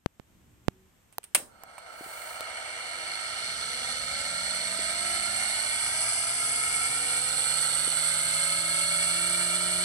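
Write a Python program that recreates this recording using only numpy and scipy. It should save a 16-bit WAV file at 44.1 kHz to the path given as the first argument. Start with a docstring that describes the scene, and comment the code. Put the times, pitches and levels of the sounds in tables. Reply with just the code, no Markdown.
"""Aircraft gyro running up, close by

A quiet room, a two-port microphone close to the electric gyro of an aircraft turn instrument. After a few pops
the switch snaps and the rotor gathers speed. Its ball bearings hiss and sound many rising tones, which sweep
through the fixed resonances of the case, while the hum of the rotor's unbalance grows underneath."""
import sys
import numpy as np
from scipy import signal
from scipy.fft import rfft, irfft, next_fast_len
from scipy.io import wavfile
from scipy.ndimage import map_coordinates

SR = 44100
rng = np.random.default_rng(int(sys.argv[2]) if len(sys.argv) > 2 else 0)


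def to_wav(sig):
    """Store sig (one row per channel, or 1-D mono) as 16-bit WAV at the path in sys.argv[1].

    Samples outside -1..1 are clipped; the rate is SR.
    """
    pcm = np.clip(np.atleast_2d(sig), -1, 1) * 32767
    pcm = np.round(pcm).astype(np.int16)
    wavfile.write(sys.argv[1], SR, pcm.T)  # frames by channels


N = 433944

# Air of the room. Each row: frequency in Hz, relative density in dB per Hz.
ROOM_AIR = [(120, -22), (200, 1), (1000, -3.5), (3100, -8), (4500, -14.5), (8300, -8.5), (10500, -20),
            (13000, -9), (16000, -37)]
# Low rumble at the microphone. Each row: frequency in Hz, relative density in dB per Hz.
RUMBLE_COLOUR = [(15, -18), (40, -2.5), (70, 3.5), (120, -1), (200, -4), (350, -10.5), (700, -44.5)]
# Levels of the rumble: its constant floor, and the mount once it shakes.
FLOOR_DB, MOUNT_DB = -69.5, -56.5
# The mount starts to shake around this rotor speed, over this width, both in turns per s.
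SHAKE_SPEED, SHAKE_WIDTH = 59, 6.6
# Spells of handling rumble. Each row: start in seconds, start of the fade in seconds, level in dB.
HANDLING = [(0.215, .68, -62), (8.958, 9.256, -62)]
HANDLING_ATTACK_S, HANDLING_RELEASE_S = 0.16, 0.36
# A brief treble hiss early in the run-up: start, start of the fade, attack and release in seconds; level.
HISS_SPAN, HISS_DB = (1.81, 2.3, 0.28, 0.28), -46
# Its colour. Each row: frequency in Hz, relative density in dB per Hz.
HISS_COLOUR = [(5000, -31), (9000, -13), (12000, -23), (15500, -17)]
# A faint short hum: start, start of the fade, attack and release in seconds; level.
HUM_SPAN, HUM_DB = (0.69, 0.82, 0.031, 0.1), -62.5
# Its two tones. Each row: frequency in Hz, relative level in dB.
HUM_TONES = [(188.4, -3), (376.8, -2)]
# How the room dies away. Each row: frequency in Hz, time to fall 60 dB in seconds.
ROOM_DECAY = [(150, 1), (700, 0.46), (2500, 0.17), (6000, 0.29), (8500, 0.24)]

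# Electrical pops on one side each. Each row: time in seconds, peak in dB, channel (0 left, 1 right).
POPS = [(.061, -7.5, 0), (.198, -26.5, 1), (.6833, -2.5, 1)]
# Soft bumps against the case. Each row: time in seconds, level in dB.
BUMPS = [(2.008, -34), (2.06, -37), (4.79, -31), (7.875, -28)]
# The dull ring of a bump. Each row: frequency in Hz, relative level in dB, time to fall 60 dB in seconds.
THUD_MODES = [(158, -7, 0.026), (300, 2.5, 0.021), (458, 5, 0.017)]
# Dry, full-band ticks. Each row: time in seconds, crack in dB, body in dB, first pitch of the body in Hz,
# left minus right in dB.
TICKS = [(1.1832, -15, -23, 1100, -2), (1.636, -32, -35, 1050, -8), (2.408, -18.5, -28.5, 750, -4)]
TICK_CRACK_T60_S = .003
# The body of a tick falls in pitch: last pitch in Hz, glide time constant in s, time to fall 60 dB in s.
TICK_RING = (300, 0.00366, 0.014)
# Clicks of the switch and the case. 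Each row: time in seconds, snap in dB, time for the snap to fall 60 dB
# in seconds, body in dB, left minus right in dB.
CLICKS = [(1.126, -52, 0.063, -58.5, -6), (1.232, -49, 0.035, -76, -9), (1.24, -35, 0.035, -66, -1),
          (1.348, -13, .042, -40, -2), (1.3517, -7, .026, -24, -3), (1.362, -41, 0.087, -38, 7),
          (1.781, -40, 0.032, -38, -4.5)]
# Colour of a snap. Each row: frequency in Hz, relative density in dB per Hz.
SNAP_COLOUR = [(200, -32), (450, -19), (900, -12), (1500, -8), (3000, -4), (3800, -11), (6500, -16),
               (7700, -6), (8500, 2), (9500, 0), (10500, -11), (15500, -16)]
# Body ring under a click. Each row: frequency in Hz, relative level in dB, time to fall 60 dB in seconds.
CLICK_BODY = [(600, -8, 0.04), (1000, 2, 0.0086), (2190, 2, .02)]
# Loose parts chatter after the snap: start and length in seconds, first level and fall over that length
# in dB, middle pitch in Hz, cycles of ring before it has fallen 60 dB.
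RATTLE = (1.357, .13, -32, 25, 480, 5)

# The rotor: start, the speed it tends towards in turns per s, time constant of the run-up.
START_S, FULL_SPEED, RUN_UP_S = 1.437, 272.18, 7.912
# The balls run loose at first: time they settle and duration of that in seconds, share of speed lost until then.
SETTLE = (5.2, .3, .004)
# Change of the tones while they run loose. Each row: multiple of the rotor speed, change in dB.
WHILE_LOOSE = [(2.7, 4), (3.3, 5), (3.8, -6), (4.3, 1), (5.8, -1), (7.1, 5), (7.6, -2), (8, -7), (9.45, 1),
               (9.95, -7), (10.9, 3)]
# The twice-a-turn shake rings the mount: frequency in Hz, width in Hz, strength in dB.
MOUNT_RING = (186, 23, 1.3)

# Rates in the front and rear bearing per rotor turn: spin of the balls, balls passing a point of the race.
BALL_SPIN, BALL_PASS = (2.674, 2.688), (3.319, 3.305)
# Tones of the ball spin. Each row: overtone of the rate, sideband in rotor speeds, front bearing in dB,
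# rear bearing in dB where it joins in.
SPIN_TONES = [(1, 0, -21.0), (1, 1, -28.5), (1, 1.5, -28.0), (1, 2.5, -29.0), (2, 0, -25.0, -31.0),
              (2, 1, -29.0), (3, 0, -20.5, -30.0), (3, 1, -26.5), (4, 0, -22.5, -35.5),
              (5, 0, -25.5, -23.5), (6, 0, -26.0, -27.5), (7, 0, -24.5, -31.0), (8, 0, -31.0, -26.0),
              (10, 0, -31.0, -26.5), (11, 0, -36.5, -25.0)]
# Tones of the balls passing. Each row: overtone of the rate, sideband in rotor speeds, front bearing in dB,
# rear bearing in dB where it joins in.
PASS_TONES = [(1, -1.0, -22.5), (1, -0.5, -26.0), (1, 0.0, -21.0), (1, 0.5, -22.5), (1, 1.0, -26.0),
              (1, 2.0, -28.0), (1, 2.5, -28.0), (2, -1.0, -26.5), (2, -0.5, -24.0), (2, 0.0, -21.0),
              (2, 0.5, -21.0), (2, 1.0, -22.5), (2, 1.5, -25.5), (2, 2.0, -27.5), (2, 2.5, -28.5),
              (3, -1.0, -26.0), (3, -0.5, -28.0), (3, 0.0, -21.5, -20.5), (3, 1.0, -29.5, -28.0),
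              (4, -0.5, -33.0, -29.5), (4, 0.0, -26.0, -24.0), (4, 0.5, -30.0, -30.0),
              (4, 1.0, -34.5, -32.5), (5, -0.5, -34.5, -25.5), (5, 0.0, -28.5, -27.5),
              (5, 0.5, -21.0, -29.5), (6, -1.0, -34.0, -30.5), (6, -0.5, -31.0, -28.5),
              (6, 0.0, -35.0, -26.5), (6, 0.5, -24.5, -31.0), (7, -0.5, -34.5, -26.0),
              (7, 0.5, -26.5, -32.5), (8, -0.5, -31.5, -24.0), (9, -0.5, -37.0, -24.0)]
# A whirl at half the rotor speed. Each row: overtone, relative level in dB.
WHIRL_TONES = [(3, -27), (5, -19), (6, -27.5), (7, -14), (8, -27.5), (10, -27), (11, -28), (13, -33),
               (33, -26)]
# Lone high whines. Each row: multiple of the rotor speed, relative level in dB.
WHINES = [(24.39, -30), (37.77, -29), (47.58, -29), (49.92, -26), (50.84, -26.5)]
# Speed from which a tone is full, later for higher ones: base, addition per multiple, limit, in turns per s.
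FULL_FROM = (10, 7.8, 115)
# The mount favours tones in the low middle. Each row: frequency in Hz, gain in dB.
MOUNT_LIFT = [(420, 0), (520, 2.5), (720, 2.5), (880, -.5), (1200, 0)]
# Rolling noise thins as bumps on the races pass faster. Each row: frequency in Hz, gain at speed in dB.
THINNING = [(250, -4), (400, -9), (900, -9), (1300, -3), (2200, -3), (3500, -.5)]
THIN_FROM, THIN_BY = 36, 70  # turns per s
# Bands of the bearing sound, from low to high: growl, whirr, ring, sizzle. Each row: knee in turns per s,
# level at the knee in dB, dB per doubling of speed below the knee, dB per doubling above it.
ROLLING_BANDS = [(28.4, -43, 6, 0.92), (42, -41.5, 8, 0), (70, -39.5, 8, 1), (153.4, -31.5, 8.5, -3.5)]
# The instrument case. Each row: resonance in Hz, width in Hz, relative strength left in dB and right in dB,
# phase lead of the left port in radians.
CASE = [(243, 20, -25, -31, 0), (350.6, 11.4, -20.5, -27.5, 1.1), (487, 13.5, -19, -24, 0.66),
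        (674.6, 87, -11, -14.5, 1.0), (775, 17.6, -9, -9.5, 1.5), (928, 93, -17, -12, 1.53),
        (1106, 83, -20, -18, -2), (1341.5, 74, -8.5, -1, 1.02), (1544, 138, -14.5, -7, 1.5),
        (1857, 57, -14, -7, -2), (2133, 91, -14, -3, -2), (2244, 95, 0, -8.5, -1.9),
        (2816, 126, -9, -11, 1.6), (3005, 76, -12, -7, 1.0), (3427, 153, -5.5, -7, 2.0),
        (3695, 54, -23, -5, -2), (4100, 130, -4.5, -38, 2.5), (4306, 153, -4.5, 2, 1.33),
        (4867, 203, -5, -28.5, 4), (5294, 246, -27.5, -14.5, 1), (5986, 180, -12, -11.5, 0.72),
        (6420, 1070, -15, -43.5, 4), (7810, 390, -9.5, -8.5, -1), (8256, 237, -8, 6, 2),
        (8860, 270, -5, -30, 5), (9390, 180, -13, -3, 3.5), (9810, 130, 0, -0.5, -2),
        (10320, 214, -10, -10.5, 5), (12470, 120, -17.5, -20, -2), (14300, 410, -20, -25, -2)]
# The microphone leans in to the glass and draws back: start, start of the fade, attack and release in seconds.
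LEAN = (5.64, 6.4, 0.4, 1.2)
# Colour close to the glass. Each row: frequency in Hz, gain in dB.
CLOSE_COLOUR = [(3000, -0.5), (4050, -5.5), (4450, -2), (5000, 4.5), (5800, 1), (8400, 0), (9900, 4),
                (12000, -3)]
# The microphone drifts sideways. Each row: time in seconds, treble left minus right in dB.
DRIFT = [(5.6, -2.5), (6.25, 1), (7.75, -3), (8.3, -0.5), (9.84, -1)]
TOP_HZ = 15900  # band limit of the recorder


def amp(db):
    """Decibels to gain."""
    return 10 ** (np.asarray(db) / 20)


def unit(x):
    """Scaled to rms 1."""
    return x / np.sqrt(np.mean(x ** 2) + 1e-20)


def sides(left_minus_right_db):
    """Gains of the left and right channel for a level difference."""
    return amp([[left_minus_right_db / 2], [-left_minus_right_db / 2]])


def along(points, hz):
    """(Hz, value) points read on a log axis."""
    point_hz, value = np.transpose(points)
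    return np.interp(np.log(hz + 1), np.log(point_hz + 1), value)


def curves(rows):
    """One value per sample for each column after the time."""
    times, *columns = np.transpose(rows)
    return [np.interp(np.arange(N) / SR, times, column) for column in columns]


def swell(start, fade_start, attack, release):
    """A gain that rises from start, holds, and fades from fade_start; all in seconds."""
    t = np.arange(N) / SR
    return np.clip((t - start) / attack, 0, 1) * np.clip(1 - (t - fade_start) / release, 0, 1)


def wobble(rate):
    """A smooth random curve, rate knots a second."""
    knots = rng.standard_normal(int(N * rate / SR) + 4)
    coarse = np.arange(0, N, 64)
    return np.interp(np.arange(N), coarse, map_coordinates(knots, [coarse * rate / SR]))


def filtered(x, response):
    """x passed through a complex response of frequency."""
    size = next_fast_len(N + SR // 4)
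    spectrum = rfft(x, size) * response(np.fft.rfftfreq(size, 1 / SR))
    return irfft(spectrum, size)[..., :N]


def coloured(x, points):
    """x with the (Hz, dB) points as its gain."""
    return filtered(x, lambda hz: amp(along(points, hz)))


def noise(colour, alike):
    """Stereo noise of rms 1; alike is the share of power common to both sides."""
    common, left, right = rng.standard_normal((3, N))
    share = np.clip(alike, 0, 1)
    pair = np.sqrt(share) * common + np.sqrt(1 - share) * np.array([left, right])
    return unit(coloured(pair, colour))


def ringing(modes, t):
    """Damped modes of alternating sign, struck a little differently each time."""
    ring = 0
    for k, (hz, db, t60) in enumerate(modes):
        fading = amp(db + rng.normal(0, 2) - 60 * t / t60)
        ring = ring + (-1) ** k * fading * np.sin(2 * np.pi * hz * rng.normal(1, 0.043) * t)
    return ring


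def background(speed):
    """Room air and a brief hiss, over a low rumble from a floor, handling and the shaking mount."""
    opening_db = np.interp(np.arange(N) / SR, [0, .3], [-7, 0])  # the air fades in at first
    air = amp(-67.0 + opening_db) * noise(ROOM_AIR, alike=0.11)
    shaking = (1 + np.tanh((speed - SHAKE_SPEED) / SHAKE_WIDTH)) / 2
    handling = sum(amp(db) * swell(start, fade_start, HANDLING_ATTACK_S, HANDLING_RELEASE_S)
                   for start, fade_start, db in HANDLING)
    # the three causes add by power
    strength = np.linalg.norm([amp(FLOOR_DB + opening_db), handling, amp(MOUNT_DB) * shaking], axis=0)
    rumble = strength * amp(wobble(5.9)) * noise(RUMBLE_COLOUR, alike=0.77)
    hiss = amp(HISS_DB) * swell(*HISS_SPAN) ** 2 * noise(HISS_COLOUR, alike=0.13)
    return air + rumble + hiss


def hum():
    """A faint hum of two steady tones that lasts a moment."""
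    t = np.arange(N) / SR
    tones = sum(amp(db) * np.sin(2 * np.pi * hz * t) for hz, db in HUM_TONES)
    return amp(HUM_DB) * swell(*HUM_SPAN) * tones


def room(x):
    """A small room: noise tails in which each frequency dies at its own speed."""
    hz, t, z = signal.stft(rng.standard_normal((2, SR // 2)), SR, nperseg=256)
    fading = amp(-60 * t / along(ROOM_DECAY, hz)[:, None])
    tail = signal.istft(z * fading, SR, nperseg=256)[1]
    return signal.fftconvolve(x, tail / np.linalg.norm(tail[0]), axes=1)[:, :N]


def pops(sag, swing_hz, rise):
    """A voltage step on one channel sags back through a high-pass and undershoots; sag and rise in seconds."""
    out, t = np.zeros((2, N)), np.arange(SR // 20) / SR
    w = 2 * np.pi * swing_hz
    swing = np.cos(w * t) - np.sin(w * t) / (w * sag)
    pulse = np.exp(-t / sag) * swing * (1 - np.exp(-t / rise))
    for s, db, channel in POPS:
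        out[int(channel), round(s * SR):][:len(t)] += amp(db) * pulse / pulse.max()
    return out


def bumps():
    """Soft contacts give a short, dull thud."""
    out, t = np.zeros(N), np.arange(SR // 4) / SR
    for s, db in BUMPS:
        soft_onset = 1 - np.exp(-t / 0.0035)
        out[round(s * SR):][:len(t)] += amp(db) * ringing(THUD_MODES, t) * soft_onset
    return out


def ticks():
    """Each tick is a very short white crack over a ring that falls in pitch, with no echo."""
    out, t = np.zeros((2, N)), np.arange(SR // 10) / SR
    last_hz, glide, t60 = TICK_RING
    for s, crack_db, body_db, first_hz, pan_db in TICKS:
        hz = last_hz + (first_hz - last_hz) * np.exp(-t / glide)
        ring = np.sin(2 * np.pi * np.cumsum(hz) / SR) * amp(body_db - 60 * t / t60)
        crack = rng.standard_normal((2, len(t))) * amp(crack_db - 60 * t / TICK_CRACK_T60_S)
        out[:, round(s * SR):][:, :len(t)] += (crack + ring) * sides(pan_db)
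    return out


def clicks():
    """Each contact is a bright, chattering snap over a short ring of the body."""
    out, t = np.zeros((2, N)), np.arange(SR // 4) / SR
    grain = unit(noise(SNAP_COLOUR, alike=0.21) * amp(3 * wobble(300)))
    for s, snap_db, t60, body_db, pan_db in CLICKS:
        start = round(s * SR)
        snap = grain[:, start:start + len(t)] * amp(snap_db - 60 * t / t60)
        body = amp(body_db) * ringing(CLICK_BODY, t)
        out[:, start:start + len(t)] += (snap + body) * sides(pan_db)
    return out


def rattle(count=56):
    """Loose parts knock at uneven moments, each at its own pitch and force, on the whole ever more weakly."""
    out, t = np.zeros(N), np.arange(SR // 20) / SR
    start, length, first_db, fall_db, middle_hz, cycles = RATTLE
    for k, (late, pitch, force) in enumerate(rng.uniform(-0.45, 0.61, (count, 3))):
        age = (k + late) / count
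        hz = middle_hz * 6 ** pitch
        fading = amp(first_db - fall_db * age + 10 * force - 60 * t * hz / cycles)
        onset = 1 - np.exp(-2 * hz * t)
        out[round((start + length * age) * SR):][:len(t)] += np.sin(2 * np.pi * hz * t) * fading * onset
    return out


def loose():
    """1 while the balls run loose, 0 once they have settled."""
    settle_s, duration_s, _ = SETTLE
    return np.clip(1 - (np.arange(N) / SR - settle_s) / duration_s, 0, 1)


def rotor():
    """Speed (turns per s) and angle (radians) of the rotor: it gains ever more slowly as the drag grows."""
    running_s = np.maximum(np.arange(N) / SR - START_S, 0)
    lost_share = SETTLE[2] * loose()
    speed = FULL_SPEED * (1 - np.exp(-running_s / RUN_UP_S)) * (1 - lost_share)
    return speed, 2 * np.pi * np.cumsum(speed) / SR


def unbalance(speed, angle, once_db, twice_db, steepness, left_db):
    """The rotor shakes its mount once and twice a turn, much harder near the highest speed it reaches."""
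    share = speed / speed.max()
    once_growth = share ** steepness + amp(-6.0) * share ** 2
    once = amp(once_db + 0.3 * wobble(4.9)) * once_growth * np.sin(angle)
    ring_hz, width_hz, ring_db = MOUNT_RING
    ring = amp(ring_db) / (1 + ((2 * speed - ring_hz) / width_hz) ** 2)
    twice_growth = share ** (2 * steepness) + (amp(-5.5) + ring) * share
    twice = amp(twice_db + 2.1 * wobble(4.6)) * twice_growth * np.sin(2 * angle)
    return np.sqrt(2) * (once + twice) * sides(left_db)


def case_response(hz):
    """The resonances of the case, each reaching the two ports with its own strength and phase."""
    grid = np.linspace(0, SR / 2, 4096)
    centre, width, left_db, right_db, lead = np.transpose(CASE)
    shape = 1 / (1 + ((grid - centre[:, None]) / width[:, None]) ** 2) ** 2
    left_gain, right_gain = np.sqrt(amp([left_db, right_db]) ** 2 @ shape)
    # the phase between the ports follows the resonances that are strong in both
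    shared = (amp(left_db + right_db) * np.exp(1j * lead)) @ shape ** 2
    phase = np.interp(hz, grid, np.unwrap(np.angle(shared)))
    return np.array([np.interp(hz, grid, left_gain) * np.exp(1j * phase), np.interp(hz, grid, right_gain)])


def series(rates, tones):
    """(multiple, dB) of the overtones and sidebands of both bearings."""
    return [(overtone * rate + sideband, db)
            for overtone, sideband, *levels in tones
            for rate, db in zip(rates, levels)]


def bearing_tones(angle, speed, flutter_db, wander, size=2 ** 18):
    """Ball spin, ball passing, whirl and whines along the rotor's angle; each swells and wanders as balls slip."""
    track = np.linspace(0, angle[-1], size)
    knots = np.linspace(0, angle[-1], 48)
    knot_speed, looseness = np.interp(knots, angle, speed), np.interp(knots, angle, loose())
    base, per_multiple, limit = FULL_FROM
    whirl = [(overtone / 2, db) for overtone, db in WHIRL_TONES]
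    orders = series(BALL_SPIN, SPIN_TONES) + series(BALL_PASS, PASS_TONES) + whirl + WHINES
    tones = np.zeros(size)
    for multiple, db in orders:
        swells, slips = rng.standard_normal((2, len(knots)))
        grown = np.clip(knot_speed / min(base + per_multiple * multiple, limit), 0, 1) ** 2
        knot_phase = multiple * knots + wander * slips + rng.uniform(0, 2 * np.pi)
        phase = np.interp(track, knots, knot_phase)
        loose_db = looseness * np.interp(multiple, *np.transpose(WHILE_LOOSE))
        strength = grown * amp(db + flutter_db * swells + loose_db)
        tones += np.interp(track, knots, strength) * np.sin(phase.astype(np.float32))
    # read the track at the angle of each moment, so that all tones rise with the rotor
    whine = np.sqrt(2) * map_coordinates(tones, [angle / track[1]], order=5, mode="nearest")
    return coloured(whine, MOUNT_LIFT)


def race_pattern(angle, spread_db, count=18, size=2 ** 14):
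    """Flaws of balls and races repeat after count turns: a dense comb of weak, uneven orders."""
    multiples = np.arange(size // 2 + 1) / count
    present = (multiples > 10) * (multiples < 100)
    strength = amp(spread_db * rng.uniform(-1, 1, len(multiples))) * present
    track = irfft(strength * np.exp(2j * np.pi * rng.random(len(multiples))))
    position = angle / (2 * np.pi) / count * size % size
    return unit(map_coordinates(track, [position], order=3, mode="grid-wrap"))


def rolling_noise(speed):
    """Tiny bumps on the races give a hiss, which thins in the low middle as they pass faster."""
    colour = [(200, -4.5), (500, 5.5), (1500, -3.0), (3000, -9.0), (16000, -1.0)]  # Hz, relative dB per Hz
    rolling = amp(2.0) * noise(colour, alike=0.62)
    thin = np.clip((speed - THIN_FROM) / (THIN_BY - THIN_FROM), 0, 1)
    return (1 - thin) * rolling + thin * coloured(rolling, THINNING)


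def rolling_db(speed, knee, db, below, above):
    """Level of one band of the bearing sound at each rotor speed."""
    doublings = np.log2(np.maximum(speed, 1e-3) / knee)
    return db + below * np.minimum(doublings, 0) + above * np.maximum(doublings, 0)


def bearings(speed, angle):
    """Rolling noise and bearing tones ring the case; each band grows with speed by its own law."""
    up_to_speed = np.clip(speed / 95, 0, 1)
    tones = bearing_tones(angle, speed, flutter_db=1.8, wander=0.21)
    tones = tones + up_to_speed * amp(-7.5) * race_pattern(angle, spread_db=12)
    rolling = rolling_noise(speed)
    # the load on the balls pulses with each turn and flutters at random
    pulse_db = .5 * np.sin(angle) + 1.2 * np.sin(2 * angle)
    load = amp(pulse_db + 0.44 * wobble(45) + 0.42 * wobble(6.6))
    sound = filtered(load * (rolling + tones), case_response)
    closeness = swell(*LEAN)
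    sound = (1 - closeness) * sound + closeness * coloured(sound, CLOSE_COLOUR)
    edges = [0, 1700, 3300, 7000, SR / 2]  # Hz
    sway = amp(np.outer([.5, -.5], curves(DRIFT)[0]))
    out = np.zeros((2, N))
    for lo, hi, law in zip(edges, edges[1:], ROLLING_BANDS):
        band = filtered(sound, lambda hz: (hz >= lo) & (hz < hi))
        band = band / np.std(band.mean(axis=0))
        out += amp(rolling_db(speed, *law)) * band * (sway if lo else 1)  # the lowest band stays put
    return out


def scene():
    """Room, switch and gyro together; only the clicks and the rattle echo in the room."""
    speed, angle = rotor()
    contacts = clicks() + rattle()
    gyro = bearings(speed, angle)
    gyro = gyro + unbalance(speed, angle, once_db=-50.0, twice_db=-57.0, steepness=9.7, left_db=9.0)
    handling = contacts + amp(-11.5) * room(contacts) + ticks() + bumps()
    electrical = pops(sag=0.0014, swing_hz=70, rise=.00005) + hum()
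    return background(speed) + electrical + handling + gyro


def record(dry):
    """The recorder rounds off the loudest peaks and keeps next to nothing above its band limit."""
    rounded = dry / (1 + (np.abs(dry) / .78) ** 6) ** (1 / 6)
    return filtered(rounded, lambda hz: 1 / (1 + (hz / TOP_HZ) ** 120))


dry = scene()
out = record(dry)
to_wav(out)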